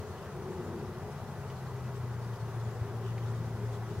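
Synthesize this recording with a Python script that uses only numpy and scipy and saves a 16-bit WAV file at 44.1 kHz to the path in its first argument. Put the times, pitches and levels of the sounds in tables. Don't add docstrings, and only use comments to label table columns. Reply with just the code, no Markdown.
import sys
import numpy as np
from scipy import signal
from scipy.fft import rfft, irfft
from scipy.io import wavfile
from scipy.ndimage import uniform_filter1d

SR = 44100
rng = np.random.default_rng(int(sys.argv[2]) if len(sys.argv) > 2 else 0)


def transcribe(signal):
    frames = np.atleast_2d(signal).T
    limited = np.clip(frames, -1, 1)
    pcm = np.round(limited * 32767).astype(np.int16)
    wavfile.write(sys.argv[1], SR, pcm)


N = 176400
T = np.arange(N) / SR
HZ = np.fft.rfftfreq(N, 1 / SR)
NEAR_LEFT_DB = 1.1


def amp(db):
    return 10 ** (np.asarray(db) / 20)


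def unit(x):
    return x / np.sqrt(np.mean(x ** 2) + 1e-20)


def curve(points):
    return np.interp(T, *np.transpose(points))


def filtered_noise(gain):
    return unit(irfft(rfft(rng.standard_normal(N)) * gain, N))


def drift(rate_hz):
    return filtered_noise(np.exp(-(HZ / rate_hz) ** 2) * (HZ > 0))


def noise(spectrum):
    hz, db = np.transpose(spectrum)
    rolloff_db = 17 * np.log2(np.maximum(HZ / hz[-1], 1))
    return filtered_noise(amp(np.interp(np.log(HZ + 1), np.log(hz), db) - rolloff_db))


def patchy(x, depth_db, bins, frames):
    spectrogram = signal.stft(x, nperseg=512, noverlap=384)[2]
    patches = uniform_filter1d(rng.standard_normal(spectrogram.shape), bins, axis=0)
    patches = unit(uniform_filter1d(patches, frames, axis=1))
    return unit(signal.istft(spectrogram * amp(depth_db * patches), nperseg=512, noverlap=384)[1][:N])


def bell(centre, half_width):
    return np.exp(-((T - centre) / half_width) ** 2)


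def placed(x, left_db, right_lead_s=0.00004):
    delayed = irfft(rfft(x) * np.exp(-2j * np.pi * HZ * right_lead_s), N)
    return np.array([delayed * amp(left_db), x * amp(-left_db)])


# time in seconds, frequency in Hz.
EXHAUST_PITCH = [(0, 140), (1.15, 141), (1.4, 134.5), (1.75, 127), (2.1, 121), (2.38, 114.8), (3.2, 115.3),
                 (4, 114.8)]
# time in seconds, level in dB.
EXHAUST_LEVEL = [(0, -61), (1.1, -49), (1.5, -44), (2.05, -38), (2.32, -37), (2.36, -49), (2.395, -42),
                 (2.435, -38.5), (2.51, -42.5), (2.57, -37.5), (2.68, -35), (2.75, -48), (2.82, -36.5),
                 (2.89, -44), (2.94, -37), (3.27, -34.5), (3.6, -38), (3.82, -39), (4, -45)]
# frequency in Hz, relative density in dB.
ROAR_SPECTRUM = [(120, -16.5), (150, -3), (167, 1.5), (185, -5.5), (225, -7), (290, -15), (400, -18)]
# time in seconds, level in dB.
ROAR_ENVELOPE = [(0, -64), (1.25, -49.5), (1.6, -58), (2.1, -62), (2.8, -55), (3.1, -48), (3.27, -52.5),
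                 (3.39, -46), (3.5, -49.5), (3.75, -53), (4, -46)]

def engine():
    pitch_hz = curve(EXHAUST_PITCH) * (1 + 0.0019 * drift(rate_hz=6.3))
    phase = 2 * np.pi * np.cumsum(pitch_hz) / SR
    note = unit(np.sin(phase) + amp(-29.5) * np.sin(2 * phase))
    flutter_db = -0.97 * drift(rate_hz=18)
    roar = noise(ROAR_SPECTRUM) * amp(curve(ROAR_ENVELOPE))
    return note * amp(curve(EXHAUST_LEVEL) + flutter_db) + roar


# centre and half-width in seconds, level in dB, pitch in Hz.
TONE_SURGES = [(0.065, 0.078, -51.5, 415), (1.076, 0.048, -49, 420), (1.408, 0.033, -50.5, 410),
               (1.519, 0.033, -48.5, 408), (1.765, 0.038, -49, 407), (1.95, 0.057, -47, 402),
               (2.277, 0.077, -55, 405), (2.706, .11, -52.5, 420), (2.88, 0.029, -47, 407),
               (3.027, 0.057, -47.5, 405), (3.62, 0.041, -45, 412), (3.734, 0.044, -45.5, 412),
               (3.965, 0.11, -52, 410)]
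# frequency in Hz, relative density in dB.
BAND_SPECTRUM = [(280, -61), (345, -5), (385, -2.5), (406, -2.5), (428, -4), (470, -14), (560, -34)]
# time in seconds, level in dB.
BAND_LEVEL = [(0, -50.5), (1.2, -56.5), (1.9, -54), (2.25, -56), (2.9, -50), (3.35, -50.5), (3.7, -54),
              (4, -46.5)]
# frequency in Hz, relative density in dB.
SWELL_SPECTRUM = [(90, -20), (150, -1.5), (230, -0.5), (285, -19.5), (340, 3.5), (385, 4.5), (440, -3.5),
                  (500, -11), (800, -53)]
# time in seconds, level in dB.
SWELL_ENVELOPE = [(0, -55), (.2, -58), (.33, -50.5), (.49, -41.5), (.6, -41.5), (.79, -41), (.9, -48.5),
                  (1.05, -59), (1.3, -72)]

def hollow_hum(throb_hz=10.5, throb_depth_db=1, crest_s=0.506):
    wavering_time = np.cumsum(1 + 0.0077 * drift(rate_hz=8.1)) / SR
    tone = sum(amp(db) * bell(centre, half_width) * unit(np.sin(2 * np.pi * hz * wavering_time))
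               for centre, half_width, db, hz in TONE_SURGES)
    band = noise(BAND_SPECTRUM) * amp(curve(BAND_LEVEL))
    throb_db = throb_depth_db * np.cos(2 * np.pi * throb_hz * (T - crest_s))
    swell = noise(SWELL_SPECTRUM) * amp(curve(SWELL_ENVELOPE) + throb_db)
    return tone + band + swell


# frequency in Hz, relative density in dB.
RUMBLE_SPECTRUM = [(15, -56), (35, -27), (50, -21), (65, -9.5), (82, -7), (96, 4), (110, -2.5), (125, -6),
                   (142, -2), (165, -7.5), (225, -10.5), (280, -22), (500, -47)]
# time in seconds, level in dB.
RUMBLE_ENVELOPE = [(0, -42), (.16, -48), (.33, -43.5), (1.1, -44), (1.75, -44), (2.7, -45), (3.3, -44),
                   (4, -44.5)]

def rumble():
    return noise(RUMBLE_SPECTRUM) * amp(curve(RUMBLE_ENVELOPE))


# frequency in Hz, relative density in dB.
TRAFFIC_SPECTRUM = [(150, -32), (290, -13), (350, 2), (480, 2), (580, -0.5), (780, 0), (1100, -2.5),
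                    (1450, -6.5), (1800, -11), (2020, -16.5), (2180, -18), (3200, -25), (5000, -34.5),
                    (16000, -55)]

def traffic():
    return amp(-48) * patchy(noise(TRAFFIC_SPECTRUM), depth_db=1.22, bins=5, frames=16)


# centre in seconds, peak level in dB.
CAMERA_BUMPS = [(2.82, -32)]

def camera_bump(pitch_hz=87, half_width_s=0.012):
    return sum(-amp(db) * bell(centre, half_width_s) * np.cos(2 * np.pi * pitch_hz * (T - centre))
               for centre, db in CAMERA_BUMPS)


# multiple of the peak frequency, relative density in dB.
DRY_SPECTRUM = [(.3, -21), (.75, 0.5), (1, 8), (1.35, -5), (2.1, -5), (3, -12), (5, -25)]

def dry_noise(peak_hz):
    return noise([(peak_hz * multiple, db) for multiple, db in DRY_SPECTRUM])


# start in seconds, level in dB, peak frequency in Hz.
TICK_EVENTS = [(0.177, -59, 3000), (1.498, -57.5, 2900), (1.843, -56.5, 2500), (3.178, -52.5, 2240)]

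def ticks(rise_s=0.00075, decay_s=0.015):
    snaps = np.zeros(N)
    for start, db, peak_hz in TICK_EVENTS:
        age = np.maximum(T - start, 0)
        envelope = np.minimum(age / rise_s, 1) * np.exp(-age / decay_s)
        snaps += amp(db) * envelope * dry_noise(peak_hz)
    return placed(snaps, NEAR_LEFT_DB)


# centre and half-width in seconds, level in dB, peak frequency in Hz.
RUSTLE_EVENTS = [(.246, 0.032, -64, 3000), (1.5, .03, -71, 4800), (2.24, .03, -64, 4800),
                 (2.353, .025, -65, 5000), (2.887, .02, -64, 2700), (3.078, 0.047, -58.5, 2980),
                 (3.23, 0.023, -65, 3280), (3.75, .03, -62, 3500), (3.92, 0.033, -69, 3000)]

def rustles():
    scuffs = np.zeros((2, N))
    for centre, half_width, db, peak_hz in RUSTLE_EVENTS:
        scuffs += amp(db) * bell(centre, half_width) * np.array([dry_noise(peak_hz), dry_noise(peak_hz)])
    grain = unit(amp(2.8 * drift(rate_hz=270)))
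    return scuffs * grain * amp([[NEAR_LEFT_DB], [-NEAR_LEFT_DB]])


# frequency in Hz, relative density in dB.
LEAF_SPECTRUM = [(500, -7), (2000, 4.5), (3200, 5.5), (5000, 5), (6500, 3.5), (8000, 0.5), (16000, -14)]
# time in seconds, level in dB.
LEAF_LEVEL = [(0, -61.5), (.2, -64.5), (1.1, -65.5), (1.6, -64), (2.05, -66.5), (2.25, -64), (2.47, -66),
              (2.66, -61.5), (2.83, -65), (3.15, -64.5), (3.35, -63), (3.7, -63), (4, -62.5)]

def leaves():
    flicker_db = 1.5 * drift(rate_hz=18)
    sides = np.array([patchy(noise(LEAF_SPECTRUM), depth_db=4.0, bins=5, frames=10) for _ in range(2)])
    return sides * amp(curve(LEAF_LEVEL) + flicker_db) * amp([[NEAR_LEFT_DB], [-NEAR_LEFT_DB]])


# centre frequency and half-width in Hz, level in dB.
WHINE_BANDS = [(1970, 62, -69), (6630, 14, -88)]

def whines():
    return sum(amp(db) * filtered_noise(np.exp(-((HZ - hz) / half_width) ** 2))
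               for hz, half_width, db in WHINE_BANDS)


# frequency in Hz, relative density in dB.
HISS_SPECTRUM = [(15, 23), (40, 17), (110, 27), (280, 8), (600, 15), (1100, 11), (1600, 5.5), (2300, 6),
                 (4000, 3.5), (6400, 3), (7600, -2), (11000, -1), (16000, -3)]

def hiss():
    level_db = -56 + 0.28 * drift(rate_hz=21)
    return amp(level_db) * np.array([noise(HISS_SPECTRUM), noise(HISS_SPECTRUM)])


# frequency in Hz, relative density in dB.
WIND_SPECTRUM = [(15, -8), (35, -6), (70, 11), (110, -14)]

def wind():
    return amp(-63) * np.array([noise(WIND_SPECTRUM), noise(WIND_SPECTRUM)])


def scene():
    low = placed(engine() + rumble() + hollow_hum() + camera_bump(), left_db=1.25)
    far = placed(traffic() + whines(), left_db=0.8)
    return low + far + leaves() + rustles() + ticks() + hiss() + wind()


def record(dry, cutoff_hz=15850):
    lowpass = signal.firwin(801, cutoff_hz, window=("kaiser", 9), fs=SR)
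    return signal.oaconvolve(dry, lowpass[None], "same")


dry = scene()
out = record(dry)
transcribe(out)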